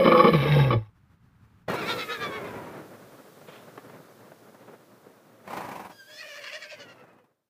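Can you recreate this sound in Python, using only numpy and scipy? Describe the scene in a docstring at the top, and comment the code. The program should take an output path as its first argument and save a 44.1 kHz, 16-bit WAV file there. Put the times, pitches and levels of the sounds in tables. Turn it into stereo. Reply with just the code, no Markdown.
"""At an outdoor enclosure a lion gives one rough roar that sinks into a chesty hum, over a quiet rumble.
Then the scene changes to a paddock where two ponies spar in front of a stereo microphone: a whinny,
hooves and rugs scuffing on grass, a fluttering snort, a second whinny. Each whinny has two pitches at
once, a low voice and a high whistle, which shake together and modulate each other; each breaks into
beats and ends in a nicker."""
import sys
import numpy as np
from scipy import signal
from scipy.fft import rfft, irfft, next_fast_len
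from scipy.io import wavfile
from scipy.ndimage import map_coordinates

SR = 44100
rng = np.random.default_rng(int(sys.argv[2]) if len(sys.argv) > 2 else 0)


def digitize_waveform(pressure):
    """Quantize a signal to 16-bit integers and store it at the path in sys.argv[1].

    Rows of a 2-D input are taken as channels; values are limited to [-1, 1].
    """
    field = np.atleast_2d(pressure).T
    bounded = np.clip(field, -1, 1)
    quanta = np.round(bounded * 32767).astype(np.int16)
    wavfile.write(sys.argv[1], SR, quanta)


N = 330428
PADDOCK_S = 1.678  # the scene changes from enclosure to paddock

# The lion's resonances. Each row: centre in Hz, width in Hz, gain in dB.
THROAT = [(212, 80, 2.5), (343, 36, 2), (493, 98, 3.5)]
MOUTH_OPEN = [(853, 80, -8.5), (1139, 150, -1)]
MUZZLE_DRAWN_BACK = [(1739, 100, 5.5), (2260, 260, 6), (3030, 140, 1), (3430, 230, -4.5), (3980, 140, -3),
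                     (5030, 350, -11.5)]


def lion():
    """Heavy folds drive chest, throat and mouth; as the jaws close the low hum is left."""
    # Each row: time in seconds, pitch in Hz, effort in dB, mouth opening from 0 to 1.
    roar = [(0, 183.6, 4.5, 0.4), (.04, 182.9, -5.5, 0.87), (.105, 169.6, -4.5, 0.9),
            (.15, 168.8, -1.5, 0.93), (.22, 166.6, -3, 1), (.28, 161.2, -4, 0.9), (.315, 158.1, -2.5, 0.44),
            (.34, 175.6, 1, 0.4), (.38, 140.6, -4, 0.65), (.44, 135.4, -7.5, 0.7), (.5, 150.7, -2, 0.58),
            (.61, 141.1, 2, 0.42), (.68, 129.3, -1.5, 0.4), (.72, 122.3, -6.5, 0.62),
            (.78, 111.7, -1.5, 0.2), (.87, 104, -34.5, 1)]
    # With the lips pushed forward. Each row: resonance in Hz, width in Hz, gain in dB.
    mouth_pursed = [(855, 150, 1.5), (1120, 150, -0.5)]
    muzzle_pursed = [(1650, 170, 1), (2106, 550, 0.5), (2580, 220, -1.5), (3130, 520, -5.5), (3760, 100, 1),
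                     (5290, 440, -14.5)]
    pitch, effort_db, opening = curves(roar)
    chesty = ramp(.305, .025)  # the voice drops from throat to chest
    pursed = ramp(.31, .16)
    jaws_db = np.maximum(-448 * after(.7384), -10.5)  # closing jaws muffle all but the hum
    mouth_db = -45 + effort_db + 20 * opening + jaws_db
    rasp_db = -32.5 + .3 * effort_db - 65.5 * after(.58) + jaws_db
    phase = turning(pitch, jitter=.016, rate=110)
    ragged = phase + .25 * wobble(170)
    voiced = folds(ragged, rough=.35, scatter_db=2)
    turbulent = folds(ragged + .6 * wobble(170), rough=.72, scatter_db=4)
    rattle = amp(1.6 * wobble(70))  # uneven flapping shakes the resonances together
    chest = amp(-29.5 + effort_db + 13.5 * chesty) * chest_hum(phase)
    throat = amp(-18 + effort_db - 11 * chesty + .86 * jaws_db) * throat_growl(phase, ragged)
    open_vowel = resonate(voiced * rattle, MOUTH_OPEN, top_hz=1740)
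    pursed_vowel = resonate(voiced * rattle, mouth_pursed, top_hz=1740)
    mouth = amp(mouth_db) * ((1 - pursed) * open_vowel + pursed * pursed_vowel)
    rasp = np.sqrt(1 - pursed) * gurgle(turbulent * rattle, MUZZLE_DRAWN_BACK)
    rasp += np.sqrt(pursed) * gurgle(turbulent * rattle, muzzle_pursed)
    slaps = fold_slaps()
    air_past_teeth = amp(rasp_db - 15) * stereo_noise([(7000, -26.5), (10000, -9.5)], [(10000, .013)])
    voice = outdoors(throat + mouth + slaps, left_db=-4, wet_db=-9.5, t60=.13)
    voice += outdoors(chest + amp(rasp_db) * rasp, left_db=.2, wet_db=-11, t60=.17)
    return (voice + air_past_teeth) * during(0, .9, fade=.00079)


def folds(phase, rough, scatter_db):
    """Vocal folds give one pulse of uneven size per cycle, with breath let through once a cycle."""
    pulses = np.diff(np.floor(phase / (2 * np.pi)), prepend=0) * amp(scatter_db * wobble(110))
    breath = noise() * (4 + np.cos(phase))
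    return np.sqrt(1 - rough) * unit(pulses) + np.sqrt(rough) * unit(breath)


def chest_hum(phase):
    """The chest hums; alternate cycles differ in size, which adds a faint line an octave down."""
    hum = np.sin(phase) * amp(1.9 * wobble(45)) + .09 * np.sin(phase / 2)
    return hum + amp(-34) * coloured(noise(), [(25, -4.5), (60, -12.5), (200, 2.5), (400, -48.5)])


def throat_growl(phase, ragged):
    """The throat moves between a clean third harmonic and a rough growl."""
    # Each row: time in seconds, clean share of the amplitude from 0 to 1.
    cleanness = [(0, 0.48), (.04, 1), (.07, 0), (.12, 0.83), (.2, 0.8), (.25, 0.07), (.3, 0.4), (.35, 0),
                 (.8, 0)]
    clean, = curves(cleanness)
    third = unit(np.sin(3 * phase)) * amp(wobble(47))
    growl = resonate(folds(ragged, rough=.52, scatter_db=5), THROAT, top_hz=784)
    return amp(3.5) * clean * third + np.sqrt(1 - clean ** 2) * growl


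def gurgle(source, modes):
    """The wet throat gurgles: each resonance swells and shrinks on its own."""
    return unit(sum(amp(db + 2.6 * wobble(55)) * np.sqrt(width)
                    * resonate(source, [(hz, width, 0)], top_hz=5700) for hz, width, db in modes))


def fold_slaps():
    """Slack vocal folds slap, ringing throat and mouth and cracking in the muzzle."""
    # Each row: start in seconds, relative level in dB, extra gain for the mouth in dB.
    slaps = [(0.052, -2, -9.5), (0.073, -2, -9.5), (0.116, -1.5, -4), (0.149, -10, 1), (0.191, -8, 3),
             (0.241, 0, -8), (0.268, -6, -7), (0.332, -3.5, -12), (0.421, -9.5, -12.5), (0.453, -9, -10),
             (0.705, -7, -7), (.727, -9, -12)]
    starts, db, mouth_db = np.transpose(slaps)
    throat = bursts(starts, db - 15.5, attack=.0093, t60=.088) * resonate(noise(), THROAT, 930)
    mouth = bursts(starts, db + mouth_db - 9.5, attack=.006, t60=.08) * resonate(noise(), MOUTH_OPEN, 2480)
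    crack = bursts(starts, db - 26, attack=.0026, t60=.088) * resonate(noise(), MUZZLE_DRAWN_BACK, 5446)
    return throat + mouth + crack


def whinny(contour, chokes, roughness, nasal, bright, *, voice_grows, side_db, overtone_db,
           voice_db, whistle_db, nasal_db, bright_db, air_db):
    """The low voice modulates the high whistle, setting side lines around the whistle's harmonics."""
    whistle_hz, voice_hz, effort_db, engaged_db = curves(contour)
    rough, = curves(roughness)
    gap = choking(chokes)
    sag = 1 - .03 * gap  # between beats the pitch sags and the call dulls
    low = turning(voice_hz * sag * (1 + .028 * wobble(60)), jitter=.035 * rough, rate=170)
    high = turning(whistle_hz * sag * (1 + .028 * rough * wobble(60)), .002 + .021 * rough, rate=220)

    def partial(phase, fray=1.7, flicker_db=4.7):
        """Every partial frays and flickers on its own."""
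        frayed = phase + 2 * np.pi * rng.random() + fray * rough * wobble(110)
        return np.cos(frayed) * amp(flicker_db * wobble(30))

    voiced = np.clip(amp(engaged_db), 0, 1)  # without the low voice the call is a pure squeal
    squeal = sum(partial(k * high, 1, 2) * 1.7 / np.sqrt(k) for k in range(2, 7))
    sides = sum(partial(k * high + m * low) / np.sqrt(k) for k in range(1, 6) for m in (-1, 1))
    overtones = sum(partial(k * low) * 2 / k for k in range(2, 7))
    buzz = unit(squeal + voiced * (amp(side_db) * sides + amp(overtone_db) * overtones))
    source = buzz * (1 + .6 * rough * wobble(520) * voiced) + 1.15 * rough * voiced * noise()
    hoarse = .7 * rough * wobble(260)
    sounding = during(contour[0][0], contour[-1][0], fade=.0041)
    through = lambda spectrum: unit(coloured(source * sounding, spectrum)) * np.sqrt(sounding.mean())
    # Air through the nostrils. 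Each row: frequency in Hz, level in dB.
    breath = [(200, -39), (500, -1.5), (900, -7), (1500, -1), (2600, -5.5), (4000, -27.5)]
    call = amp(voice_db + voice_grows * effort_db + engaged_db - 10 * gap) * partial(low + hoarse, .8, 4)
    call += amp(whistle_db + .64 * effort_db - 11 * gap) * partial(high + hoarse * voiced, 0, 3)
    call += amp(nasal_db + effort_db + engaged_db - 14 * gap) * through(nasal)
    call += amp(bright_db + 1.63 * effort_db - 19 * gap) * through(bright)
    call += amp(air_db + effort_db + engaged_db - 10 * gap) * coloured(noise(), breath)
    low_cut_hz = 109.2  # keeps the call clear of low rumble
    return filtered(call * sounding, lambda hz: hz ** 6 / (hz ** 6 + low_cut_hz ** 6))


def choking(chokes):
    """How far a whinny is choked off (0-1): it swells roundly from one choke to the next."""
    times, depth = np.transpose(chokes)
    beat = np.interp(clock(), times, np.arange(len(times)))
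    return np.interp(clock(), times, depth) * np.abs(np.cos(np.pi * beat)) ** 3.1


def whinnies():
    """Two calls that fall away in beats; the second is higher and opens as a squeal."""
    # Each row: time in seconds, whistle in Hz, voice in Hz, effort in dB, low voice engaged in dB.
    contour_1 = [(1.68, 1455, 490, -5, 0), (1.71, 1422, 480, -6, -1), (1.755, 1280, 420, -8, -1),
                 (1.795, 1362, 474, -4, 1), (1.835, 1235, 400, -4, 1), (1.87, 1325, 445, 0, -1),
                 (1.905, 1400, 492, 3, -1), (2.01, 1308, 480, -1, -1), (2.13, 1278, 482, -2, 0.5),
                 (2.245, 1174, 440, -2.5, 0), (2.36, 1108, 420, -7.5, 1), (2.48, 1038, 415, -14, 0),
                 (2.6, 985, 400, -20, 1), (2.85, 888, 380, -36, 0)]
    contour_2 = [(5.912, 1620, 590, -9.5, 0), (5.97, 1666, 582, -9.5, -25), (6.005, 1580, 595, -3, -24),
                 (6.055, 1565, 593, -11.5, -18.5), (6.1, 1657, 586, -6, -3), (6.16, 1734, 601.7, -2, -6),
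                 (6.215, 1880, 637, -4, 2), (6.26, 1797, 616, -7.5, 4.5), (6.29, 1848, 614, -5, 2),
                 (6.325, 1737, 582.4, -5.5, -1), (6.385, 1846, 615, -5, 7), (6.425, 1625, 546, -3, 5),
                 (6.465, 1696, 584, -5, 6), (6.5, 1550, 531.4, 0.5, 4), (6.555, 1762, 618, 0, 4),
                 (6.635, 1641, 605, -4.5, 2), (6.725, 1600, 614.5, -3, 1.5), (6.82, 1473, 553, -6.5, -0.5),
                 (6.91, 1395, 525.4, -9, -2), (7.0, 1311, 513, -17, -2), (7.3, 1231, 487, -38.5, 1)]
    # The "ha-ha" beats. Each row: time of a choke in seconds, depth from 0 to 1.
    chokes_1 = [(1.76, 0), (1.849, 0.45), (1.955, 0.84), (2.068, 0.93), (2.183, 0.97), (2.297, 0.96),
                (2.412, 0.83), (2.53, .7), (2.65, 0.78), (2.77, 0.6)]
    chokes_2 = [(6.34, 0.032), (6.408, 0.58), (6.509, 0.53), (6.591, 0.77), (6.682, 0.83), (6.77, 1),
                (6.864, 0.91), (6.955, 0.95), (7.055, 0.79), (7.15, 0.82), (7.245, 0.833)]
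    # Each row: time in seconds, roughness from 0 to 1.
    rough_1 = [(1.68, .42), (1.8, .62), (1.92, .48), (2.25, .38), (2.5, .45)]
    rough_2 = [(6.04, .26), (6.2, .55), (6.37, .58), (6.46, .8), (6.55, .53), (7.0, .52)]
    # Nasal passage and high overtones. Each row: frequency in Hz, gain in dB.
    nasal_1 = [(650, -48), (900, -9.5), (1300, -1), (1650, 4.5), (1900, 0.5), (2240, 5.5), (2600, -1),
               (2900, -9), (4000, -49.5)]
    nasal_2 = [(480, -40), (950, -11.5), (1250, -11), (1600, -0.5), (1900, 5), (2250, -2), (2900, 5),
               (3350, -26), (4200, -53)]
    bright_1 = [(2900, -18), (3300, 3.5), (4200, -3.5), (4600, -8), (5200, -11), (6200, -17), (8500, -24),
                (14000, -32)]
    bright_2 = [(2600, -68), (3300, 6), (3750, -8), (4300, 5), (5300, 1), (6600, -5.5), (8500, -14.5),
                (14000, -33)]
    first = whinny(contour_1, chokes_1, rough_1, nasal_1, bright_1,
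                   voice_grows=.38, side_db=-1.5, overtone_db=-2,
                   voice_db=-38, whistle_db=-35, nasal_db=-33.5, bright_db=-36, air_db=-45)
    second = whinny(contour_2, chokes_2, rough_2, nasal_2, bright_2,
                    voice_grows=.47, side_db=1.5, overtone_db=1.5,
                    voice_db=-49.5, whistle_db=-48.5, nasal_db=-42.5, bright_db=-43.5, air_db=-58)
    return first + second


def snorts_and_nickers():
    """Blown air comes in puffs as the nostrils flap; in a nicker they flutter softly, ever slower."""
    # Each row: start of a snort's flap in seconds, relative level in dB.
    flaps = [(1.683, -24), (1.698, -19.5), (1.716, -20.5), (1.734, -19.5), (5.474, -28.5), (5.503, -25),
             (5.529, -25), (5.567, -20.5), (5.606, -27), (5.645, -28), (5.687, -26), (5.712, -26),
             (5.752, -26.5), (5.793, -28), (5.846, -29.5), (5.895, -33)]
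    # Each row: start, length and first gap between flaps in seconds, relative level in dB.
    nickers = [(2.387, .44, .026, -34), (6.857, .43, .03, -46)]
    # The flow of air. Each row: start and length in seconds, level at the crest in dB.
    blows = [(2.38, 0.45, -64), (5.478, .36, -39), (6.856, 0.33, -83)]
    # Each row: frequency in Hz, gain of the nostrils in dB.
    nostril = [(40, -33.5), (90, -9.5), (200, 0), (320, -6), (730, -1.5), (970, 0.5), (1300, -9.5),
               (2300, -13), (3300, -24), (8000, -31), (14000, -30.5)]
    crest_s, attack_s, release_s, gap_growth = .058, .098, .052, 1.085
    swell_db = lambda t: np.minimum(50 * (t - crest_s), 23 * (crest_s - t))
    starts, levels = np.transpose(flaps)
    gaps = np.minimum(np.diff(starts, append=N / SR), .05)
    # slow flaps are looser and longer than quick ones
    puffs = sum(bursts([start], [db - 11], attack=.19 * gap, t60=1.7 * gap)
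                for start, db, gap in zip(starts, levels, gaps))
    for start, length, gap, db in nickers:
        t = gap * (gap_growth ** np.arange(24) - 1) / (gap_growth - 1)
        t = t[t < length]
        puffs += bursts(start + t, db - 9 + swell_db(t) + rng.normal(0, 1, len(t)), attack=.003, t60=.06)
    blow = np.zeros(N)
    for start, length, db in blows:
        flow = ramp(start - attack_s / 2, attack_s) * (1 - ramp(start + length, release_s))
        blow += flow * amp(db + swell_db(clock() - start))
    return coloured(np.hypot(blow, puffs) * (clock() > PADDOCK_S) * noise(), nostril)


def hooves():
    """Hooves and knees land on turf: a crunch of grass and a dull thud of soil."""
    # Each row: start in seconds, relative level in dB, extra gain for the thud in dB.
    steps = [(1.932, -25, -7), (3.413, -37, -8.5), (3.485, -36.5, -3.5), (3.776, -26.5, -33),
             (3.897, -33, -22), (4, -43.5, 0), (4.318, -35.5, -8), (4.545, -37.5, -32), (5.065, -47, 3)]
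    starts, db, thud_db = np.transpose(steps)
    # Each row: frequency in Hz, level in dB.
    turf = [(50, -38.5), (130, -3.5), (550, 3.5), (1500, -7), (3000, -21.5), (8000, -42.5)]
    soil = [(60, -39), (150, 1.5), (500, -1.5), (900, -21), (1800, -52.5)]
    crunch = coloured(bursts(starts, db - 8.5, attack=.0015, t60=.039) * noise(), turf)
    thud = coloured(bursts(starts, db + thud_db - 2.5, attack=.0021, t60=.054) * noise(), soil)
    return crunch + thud


def rugs():
    """The ponies' rugs rub together in grainy strokes."""
    # Each row: start and length in seconds, level in dB.
    rubs = [(3.466, 0.044, -48.5), (3.531, 0.052, -53)]
    # Each row: frequency in Hz, level in dB.
    cloth = [(70, -32), (400, 4), (1200, -3), (3500, -8), (5000, -21), (12000, -36.5)]
    grain = unit(coloured(noise() * amp(2.9 * wobble(120)), cloth))
    return grain * sum(amp(db) * stroke(start, length, .01, 224) for start, length, db in rubs)


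def paddock_rustle():
    """Background rustle and low rumble swell and fade, with brief scuffs on grass."""
    # Each row: start and length in seconds, fall in dB a second, relative rustle and rumble in dB.
    swells = [(1.658, 0.027, 101, -28, -47), (1.802, 0.14, 88, -43, -51), (2.166, 0.4, 36.5, -42.5, -53),
              (3.407, 0.32, 100, -67, -85), (3.656, 0.046, 150, -59.5, -83),
              (3.807, 0.067, 104, -58.5, -70.5), (3.919, 0.046, 250, -55, -74.5),
              (4.18, 0.034, 150, -58.5, -84), (4.318, 0.032, 150, -65, -75), (4.57, 0.11, 81, -55, -85),
              (5.014, 0.028, 150, -67, -67), (6.737, 0.14, 20.5, -57, -79.5)]
    # Each row: time in seconds, relative level of the steady rustle in dB.
    bed = [(1.7, -51.5), (5.4, -61), (6.05, -66.5), (7.45, -70.5)]
    # Each row: frequency in Hz, level in dB.
    rustle_spectrum = [(40, -41.5), (70, -81.5), (105, -0.5), (300, -1), (550, 0), (800, -7.5), (1350, -9),
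                       (2100, -16), (9000, -46.5)]
    rumble_spectrum = [(30, -60), (48, -28), (70, -2), (140, 0), (220, -5), (400, -30)]
    envelopes = np.array([stroke(start, length, .041, fall) for start, length, fall, *_ in swells])
    rustle_gain, rumble_gain = amp(np.array(swells)[:, -2:].T) @ envelopes
    rustle_gain = np.hypot(rustle_gain, amp(curves(bed)[0])) * amp(-57.5 * after(7.09))
    rustle_gain *= amp(4 + 1.9 * wobble(35))
    rustle = rustle_gain * stereo_noise(rustle_spectrum, [(700, .86), (1400, .86), (3000, .065)])
    return rustle + rumble_gain * coloured(noise(), rumble_spectrum)


def paddock_hiss():
    """A fine, wide hiss that swells and sinks."""
    # Each row: time in seconds, relative level in dB.
    levels = [(1.72, -62), (1.92, -51), (2.45, -65), (3.6, -64.5), (5.4, -72), (6.3, -62.5), (6.8, -71.5),
              (7.4, -92)]
    # Each row: frequency in Hz, level in dB.
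    spectrum = [(1500, -5), (3500, 2), (8000, -2), (11000, -2), (14500, -0.5)]
    return amp(curves(levels)[0] + 7 + .26 * wobble(46)) * stereo_noise(spectrum, [(3000, .014)])


def enclosure_rumble():
    """A quiet outdoor rumble around the lion."""
    # Each row: frequency in Hz, level in dB.
    spectrum = [(25, -18.5), (100, 0.5), (190, -6), (350, -21.5), (600, -26.5), (1250, -19.5), (3200, -34),
                (8000, -44)]
    return amp(-60 + 1.9 * wobble(32)) * stereo_noise(spectrum, [(150, 1), (3000, .2)])


def outdoors(x, left_db, wet_db, t60):
    """Place a source; fences and trees scatter a short tail, different on each side of the microphone."""
    t = np.arange(SR // 3) / SR
    tail = rng.standard_normal((2, len(t))) * amp(-60 * t / t60) * (t > .004)
    echo = signal.fftconvolve(x[None], tail / np.linalg.norm(tail[0]), axes=1)[:, :N]
    direct = x * amp([[left_db / 2], [-left_db / 2]])
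    return direct + amp(wet_db) * filtered(echo, lambda hz: hz / (hz + 250))


def amp(db):
    """Decibels to gain."""
    return 10 ** (np.asarray(db) / 20)


def unit(x):
    """Scale to rms 1."""
    return x / np.sqrt(np.mean(x ** 2) + 1e-20)


def clock():
    """The time of every sample."""
    return np.arange(N) / SR


def after(start):
    """Seconds elapsed since a time, 0 before it."""
    return np.maximum(clock() - start, 0)


def ramp(start, length):
    """A straight rise from 0 to 1."""
    return np.clip(after(start) / length, 0, 1)


def during(start, end, fade):
    """1 between two times, with short ramps."""
    return ramp(start, fade) * np.clip((end - clock()) / fade, 0, 1)


def stroke(start, length, attack, fall):
    """An envelope that rises, holds and falls by so many dB a second."""
    return ramp(start, attack) * amp(-fall * after(start + length))


def bursts(starts, dbs, attack, t60):
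    """An envelope that jumps at each start and dies away."""
    envelope, t = np.zeros(N + SR), np.arange(SR // 4) / SR
    shape = (1 - np.exp(-t / attack)) * amp(-60 * t / t60)
    for start, db in zip(starts, dbs):
        envelope[round(start * SR):][:len(t)] += amp(db) * shape / shape.max()
    return envelope[:N]


def curves(rows):
    """One value per sample for each column after the time."""
    times, *columns = np.transpose(rows)
    return [np.interp(clock(), times, column) for column in columns]


def wobble(rate):
    """A smooth random curve, rate knots a second."""
    return map_coordinates(rng.standard_normal(int(N * rate / SR) + 4), [clock() * rate], order=2)


def turning(hz, jitter, rate):
    """Phase of an oscillator whose pitch trembles."""
    return 2 * np.pi * np.cumsum(hz * (1 + jitter * wobble(rate))) / SR


def noise():
    """White noise of rms 1."""
    return rng.standard_normal(N)


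def stereo_noise(spectrum, likeness):
    """Noise of rms 1 with a (Hz, dB) spectrum and a (Hz, left-right likeness) profile."""
    angle = lambda hz: np.arccos(np.clip(along(likeness, hz), -1, 1)) / 2
    response = lambda hz: amp(along(spectrum, hz)) * [np.cos(angle(hz)), np.sin(angle(hz))]
    mid, side = filtered(np.array([noise(), noise()]), response)
    return unit(np.array([mid + side, mid - side]))


def filtered(x, response):
    """x times a complex response of frequency."""
    size = next_fast_len(N + 8192)
    return irfft(rfft(x, size) * response(np.fft.rfftfreq(size, 1 / SR)), size)[..., :N]


def along(points, hz):
    """Interpolate (Hz, value) points on a log axis."""
    freqs, values = np.transpose(points)
    return np.interp(np.log(hz + 1), np.log(freqs), values)


def coloured(x, spectrum):
    """x through a (Hz, dB) spectrum; white noise keeps its power."""
    return filtered(x, lambda hz: unit(amp(along(spectrum, hz))))


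def resonate(x, modes, top_hz):
    """x through steep-sided resonances, rolling off above top_hz, at rms 1."""
    peak = lambda hz, centre, width: 1j * hz * width / (centre ** 2 - hz ** 2 + 1j * hz * width)
    rung = filtered(x, lambda hz: sum(amp(db) * peak(hz, centre, width) ** 2 for centre, width, db in modes))
    return unit(signal.sosfilt(signal.butter(6, top_hz, fs=SR, output="sos"), rung))


def scene():
    """The lion in its enclosure, then the ponies in the paddock, where the background leans right."""
    ponies = outdoors(whinnies(), left_db=-1, wet_db=-6.5, t60=.22)
    ponies += outdoors(snorts_and_nickers(), left_db=4, wet_db=-3, t60=.12)
    ponies += outdoors(hooves() + rugs(), left_db=-4, wet_db=-3.5, t60=.25)
    roar = lion()
    background = enclosure_rumble() * (clock() < PADDOCK_S)
    background += (paddock_rustle() + paddock_hiss()) * during(PADDOCK_S, N / SR, fade=.0083)
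    left_db, = curves([(1.7, 0), (2.7, -3), (5.3, -3), (5.7, -6), (6.3, -3)])
    return roar + ponies + background * amp([left_db / 2, -left_db / 2])


def record(dry):
    """Nothing is kept above 15.5 kHz."""
    return filtered(dry, lambda hz: hz < 15500)


dry = scene()
out = record(dry)
digitize_waveform(out)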